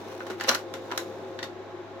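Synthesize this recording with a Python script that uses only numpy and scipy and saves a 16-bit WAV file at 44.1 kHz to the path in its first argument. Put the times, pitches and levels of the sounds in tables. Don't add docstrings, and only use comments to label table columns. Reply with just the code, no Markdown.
import sys
import numpy as np
from scipy import signal
from scipy.fft import rfft, irfft
from scipy.io import wavfile
from scipy.ndimage import uniform_filter1d, map_coordinates

SR = 44100
rng = np.random.default_rng(int(sys.argv[2]) if len(sys.argv) > 2 else 0)


def digitize_waveform(pressure):
    field = np.atleast_2d(pressure).T
    bounded = np.clip(field, -1, 1)
    quanta = np.round(bounded * 32767).astype(np.int16)
    wavfile.write(sys.argv[1], SR, quanta)


N = 88200
T = np.arange(N) / SR

# frequency in Hz, relative density in dB per Hz.
AIR_SPECTRUM = [(25, -44), (60, -16), (130, -5), (230, -1), (320, 2), (480, -0.5), (800, 1), (1100, -6.5),
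                (1500, -5.5), (2100, -11.5), (3100, -17.5), (3900, -15.5), (4300, -22.5), (6300, -26),
                (7700, -33.5), (8500, -45.5), (12000, -41), (16000, -44)]
# frequency in Hz, half-width at half amplitude in Hz, level in dB.
DUCT_RESONANCES = [(344.8, 6.4, -46.5), (376.7, 16.2, -46), (445, 19, -57.5), (538.7, 9.4, -53.5),
                   (662.4, 14, -57), (1059, 59, -56.5), (3970, 240, -84)]
# time in seconds, frequency in Hz.
BLADE_TRACK = [(0, 836), (.3, 820), (.6, 818), (.9, 826), (1.4, 825), (1.65, 835), (2, 838)]
AIR_DB, BLADE_DB = -45.5, -56
MAINS_HZ, MAINS_DB, MAINS_LEFT_RE_RIGHT_DB = 101, -56.5, 8.5

# time in seconds, gain in dB.
EFFORT_TRACK = [(0, 3), (.14, -2), (.45, -9.5), (.75, 0.5), (1.05, 1.5), (1.25, -1), (1.45, -3.5),
                (1.55, -10.5), (2, -32)]
# frequency in Hz, half-width at half amplitude in Hz, level before effort in dB.
GEAR_RESONANCES = [(238, 35, -55.5), (320, 42, -53.5), (445.5, 14.5, -52), (690, 110, -55),
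                   (3620, 160, -64.5)]
# frequency in Hz, relative density in dB per Hz.
WHIRR_SPECTRUM = [(100, -39), (300, -2), (1000, 3.5), (2000, -30), (4000, -13), (7000, -17), (8500, -28.5),
                  (16000, -28)]
WHIRR_BEFORE_EFFORT_DB = -53.5
# time in seconds, level in dB.
GEAR_TONE_TRACK = [(0, -59), (.14, -47.5), (.42, -53), (.71, -44.5), (.92, -49), (1.04, -43), (1.28, -51),
                   (1.43, -44.5), (1.53, -60), (2, -79)]
GEAR_TONE_HZ, GEAR_TONE_HALF_WIDTH_HZ = 521.4, 14.5

# time in seconds, level in dB.
RUB_TRACK = [(0, -48), (.04, -55.5), (.12, -48), (.19, -50.5), (.25, -54.5), (.32, -48.5), (.38, -57),
             (.42, -44), (.47, -45), (.486, -24), (.505, -33), (.535, -30.5), (.56, -36), (.61, -51),
             (.68, -76), (.95, -49.5), (1.1, -57), (1.5, -76)]
# frequency in Hz, relative density in dB per Hz.
RUB_SPECTRUM = [(100, -36), (500, 4), (1400, 2.5), (2500, 0), (4000, -8), (6500, -10.5), (8500, -16.5),
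                (12000, -14.5), (16000, -16.5)]
RUB_GRAINS_PER_S, RUB_SCATTER_DB, RUB_GRAIN_DECAY_S = 1700, 1.5, 0.0011

# start in seconds, thud, body, clack and tick gains in dB,
# decay of the touch curve in seconds, after-ring gain in dB, struck part.
KNOCKS = [(0.204, -53, -29, -47.5, -65, 0.0048, -17, "pawl"),
          (0.2668, -38, -38.5, -41.5, -49, 0.0033, -10, "lever"),
          (0.2994, -39, -36.5, -42, -54, 0.007, -8, "case"),
          (0.3057, -40, -28.5, -40, -44.5, 0.0026, -15, "case"),
          (0.3988, -47, -31, -29, -48, .0015, -14, "lever"),
          (0.4092, -39, -22.5, -27, -38, 0.0029, -16, "lever"),
          (0.437, -48, -38, -32, -39, 0.0043, -23, "lever"),
          (0.444, -29.5, -29.5, -29.5, -64, 0.0026, -13, "lever"),
          (0.486, -31, -22, -18, -40, 0.005, -20.5, "tray"),
          (0.4914, -24.5, -18, -7, -19.5, 0.0023, -22.5, "tray"),
          (0.4953, -22, -12.5, -25, -40, 0.0021, -14.5, "tray"),
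          (0.5136, -55, -18.5, -33, -31, 0.0015, -20, "guide"),
          (0.5476, -30, -33, -17, -30, 0.0033, -18.5, "pawl"),
          (.552, -41, -22.5, -30.5, -34, 0.0029, -20.5, "pawl"),
          (0.7387, -37, -25.5, -30, -36, 0.0017, -17, "stop"),
          (0.9053, -52, -31.5, -50, -68, 0.0025, -19, "guide"),
          (0.914, -52, -30, -33, -47, 0.0042, -16, "guide"),
          (0.9201, -38, -24, -34.5, -49, 0.0032, -18.5, "guide"),
          (.931, -37, -37, -47, -66, 0.0032, -13.5, "guide"),
          (0.9757, -33.5, -22.5, -26.5, -26.5, 0.0043, -14.5, "gate"),
          (1.3889, -54, -32.5, -37.5, -55.5, 0.0057, -12.5, "latch"),
          (1.4277, -48, -35.5, -31.5, -45, 0.0059, -9.5, "latch"),
          (1.439, -43, -37, -46, -52, 0.0097, -15, "latch")]
KNOCK_BANDS_HZ = [400, 1500, 4800, 9000]
# frequency in Hz, gain in dB.
CASE_SPECTRUM = [(60, -8.5), (150, -13), (220, 19.5), (400, 17.5), (800, 16), (1200, 11.5), (1450, 13),
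                 (1900, 11), (2450, 5.5), (2950, 10.5), (3300, 7), (4150, 8.5), (5000, 4), (5700, 9.5),
                 (6400, 7.5), (7000, 9), (7800, 6.5), (8500, -1), (9500, 2), (11500, 6.5), (16000, -4.5)]
# frequency in Hz, relative amplitude in dB, T60 in seconds.
CASE_MODES = [(356, -18.5, 0.13), (1032, -20.5, 0.42), (1160, -28, 0.22), (1426, -18, 0.17),
              (1980, -16, 0.11), (2190, -21, 0.24), (3940, -25, 0.15), (5580, -14, 0.064)]
PART_RESONANCES = {"pawl": [(1443, 52, 11), (4330, 100, 3.5)], "stop": [(3560, 100, 7)],
                   "case": [(379.7, 12, 21.5)], "lever": [(826, 34, 9.5), (1760, 150, 5), (4620, 92, 5.5)],
                   "tray": [(568, 28, 3.8), (1140, 32, 6), (2870, 40, 4.5), (4060, 30, 9.5), (4200, 45, 7),
                   (5820, 240, 7.5)], "guide": [(1000, 130, 9), (1420, 55, 7)], "gate": [(1500, 23, 6),
                   (3920, 97, 11), (5390, 65, 10), (6900, 60, 7)], "latch": [(1906, 58, 9),
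                   (3650, 52, 11.5), (4480, 60, 7.5)]}
CONTACT_RISE_S, TAIL_RISE_S = 0.00063, 0.002
ROOM_T60_LOW_S, ROOM_T60_HIGH_S, ROOM_SPLIT_HZ = 0.19, 0.18, 2600
ROOM_SHARE_DB, MODES_SHARE_DB = 0.5, 3.5

# delay in seconds, gain in dB.
REFLECTIONS = [(.0031, -29), (.0073, -20.5), (0.013, -24.5), (0.0191, -27)]
# frequency in Hz, side re mid in dB.
WIDTH_SPECTRUM = [(40, -4), (120, -18), (600, -11), (1100, -5.5), (2000, -2), (5000, -0.5), (16000, 0.5)]
# frequency in Hz, left re right in dB.
BALANCE_SPECTRUM = [(60, 4.5), (200, 0), (380, 2.5), (700, 1), (1290, -1.8), (2380, 3.5), (4400, -2.7),
                    (8100, 5), (15000, 1)]
RIGHT_LAG_S, TOP_HZ = .000045, 16000


def undb(db):
    return 10 ** (np.asarray(db) / 20)


def unit(x):
    return x / np.sqrt(np.mean(x ** 2))


def curve(rows):
    return np.interp(T, *np.array(rows).T)


def spectrum(rows, size):
    hz, db = np.array(rows, float).T
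    bins_hz = np.fft.rfftfreq(size, 1 / SR)
    return undb(np.interp(np.log(bins_hz + 1), np.log(hz), db))


def colour(x, gain):
    size = x.shape[-1]
    cepstrum = irfft(np.log(gain), size)
    cepstrum[1:size // 2] *= 2
    cepstrum[size // 2 + 1:] = 0
    response = np.exp(rfft(cepstrum))
    return irfft(rfft(x) * response, size)


def noise(gain):
    phase = 2 * np.pi * rng.random((2, N // 2 + 1))
    return unit(irfft(gain * np.exp(1j * phase), N))


def resonances(rows):
    f = np.fft.rfftfreq(N, 1 / SR)
    return sum(undb(db) * noise(1 / (1 + ((f - hz) / width_hz) ** 2)) for hz, width_hz, db in rows)


def part_gain(part, size):
    f = np.fft.rfftfreq(size, 1 / SR)
    added_power = sum((undb(db) ** 2 - 1) / (1 + ((f - hz) / width_hz) ** 2)
                      for hz, width_hz, db in PART_RESONANCES[part])
    return np.sqrt(1 + added_power.clip(0))


def reflect(pair):
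    f = np.fft.rfftfreq(2 * N, 1 / SR)
    echoes = sum(undb(db) * np.exp(-2j * np.pi * f * delay_s) for delay_s, db in REFLECTIONS)
    return irfft(rfft(pair, 2 * N) * (1 + echoes), 2 * N)[:, :N]


def spread(pair):
    width = spectrum(WIDTH_SPECTRUM, pair.shape[-1])
    norm = np.sqrt(1 + width ** 2)
    mid, side = colour(pair[0], 1 / norm), colour(pair[1], width / norm)
    return np.array([mid + side, mid - side])


def transformer():
    pan = undb(np.array([[MAINS_LEFT_RE_RIGHT_DB], [-MAINS_LEFT_RE_RIGHT_DB]]) / 2)
    return pan * undb(MAINS_DB) * np.sqrt(2) * np.sin(2 * np.pi * MAINS_HZ * T)


def fan():
    air = undb(AIR_DB) * noise(spectrum(AIR_SPECTRUM, N)) + resonances(DUCT_RESONANCES)
    blade_phase = 2 * np.pi * np.cumsum(curve(BLADE_TRACK)) / SR
    blade = undb(BLADE_DB) * np.sqrt(2) * np.sin(blade_phase)
    return air + np.array([[1], [0]]) * blade


def changer():
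    drone = resonances(GEAR_RESONANCES)
    whirr = undb(WHIRR_BEFORE_EFFORT_DB) * noise(spectrum(WHIRR_SPECTRUM, N))
    return undb(curve(EFFORT_TRACK)) * (drone + whirr)


def gear_tone():
    tone = resonances([(GEAR_TONE_HZ, GEAR_TONE_HALF_WIDTH_HZ, 0)])
    slow_rms = np.sqrt(uniform_filter1d(tone ** 2, size=4000, axis=-1))
    return undb(curve(GEAR_TONE_TRACK)) * tone / slow_rms


def rubbing():
    starts = rng.random(N) < RUB_GRAINS_PER_S / SR
    slips = starts * undb(RUB_SCATTER_DB * np.minimum(rng.exponential(size=N), 4))
    envelope = signal.lfilter([1], [1, -np.exp(-1 / (RUB_GRAIN_DECAY_S * SR))], slips)
    grains = envelope * rng.standard_normal((2, N))
    gain = spectrum(RUB_SPECTRUM, N) * part_gain("tray", N)
    return undb(curve(RUB_TRACK)) * unit(colour(grains, gain))


def fade(t, t60_s):
    return np.exp(-np.log(1000) * t / t60_s)


def contact(chatter, t, contact_s):
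    touch = (1 - np.exp(-t / CONTACT_RISE_S)) * np.exp(-t / contact_s)
    flat = irfft(np.exp(1j * np.angle(rfft(chatter * touch))), len(t))
    return unit(flat * np.sqrt(touch)) * np.sqrt(np.mean(touch ** 2))


def room_tail(room, t):
    low = signal.sosfilt(signal.butter(2, ROOM_SPLIT_HZ, fs=SR, output="sos"), room)
    high = signal.sosfilt(signal.butter(2, ROOM_SPLIT_HZ, "high", fs=SR, output="sos"), room)
    tail = low * fade(t, ROOM_T60_LOW_S) - high * fade(t, ROOM_T60_HIGH_S)
    return tail * (1 - np.exp(-t / TAIL_RISE_S))


def case_modes(t):
    return sum(undb(db) * fade(t, t60_s) * np.sin(2 * np.pi * (hz * t + rng.random((2, 1))))
               for hz, db, t60_s in CASE_MODES)


def knock(band_db, contact_s, ring_db, part, size=22050):
    t = T[:size]
    chatter, room = rng.standard_normal((2, 2, size))
    crack = contact(chatter, t, contact_s)
    tail = room_tail(room, t)
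    ring = undb(ring_db) * (undb(ROOM_SHARE_DB) * tail + undb(MODES_SHARE_DB) * case_modes(t))
    bands = spectrum(list(zip(KNOCK_BANDS_HZ, band_db)), size)
    return colour(crack + ring, part_gain(part, size) * spectrum(CASE_SPECTRUM, size) * bands)


def knocks():
    out = np.zeros((2, 2 * N))
    for start_s, *band_db, contact_s, ring_db, part in KNOCKS:
        hit, i = knock(band_db, contact_s, ring_db, part), int(start_s * SR)
        out[:, i:i + hit.shape[1]] += hit
    return out[:, :N]


def scene():
    sources = fan() + changer() + gear_tone() + rubbing() + knocks()
    pair = spread(reflect(sources))
    lean = np.sqrt(spectrum(BALANCE_SPECTRUM, N))
    left, right = colour(pair[0], lean), colour(pair[1], 1 / lean)
    right = map_coordinates(right, [(T - RIGHT_LAG_S) * SR], order=5, mode="mirror")
    return np.array([left, right]) + transformer()


def record(dry):
    return signal.sosfilt(signal.ellip(10, .2, 80, TOP_HZ, fs=SR, output="sos"), dry)


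dry = scene()
out = record(dry)
digitize_waveform(out)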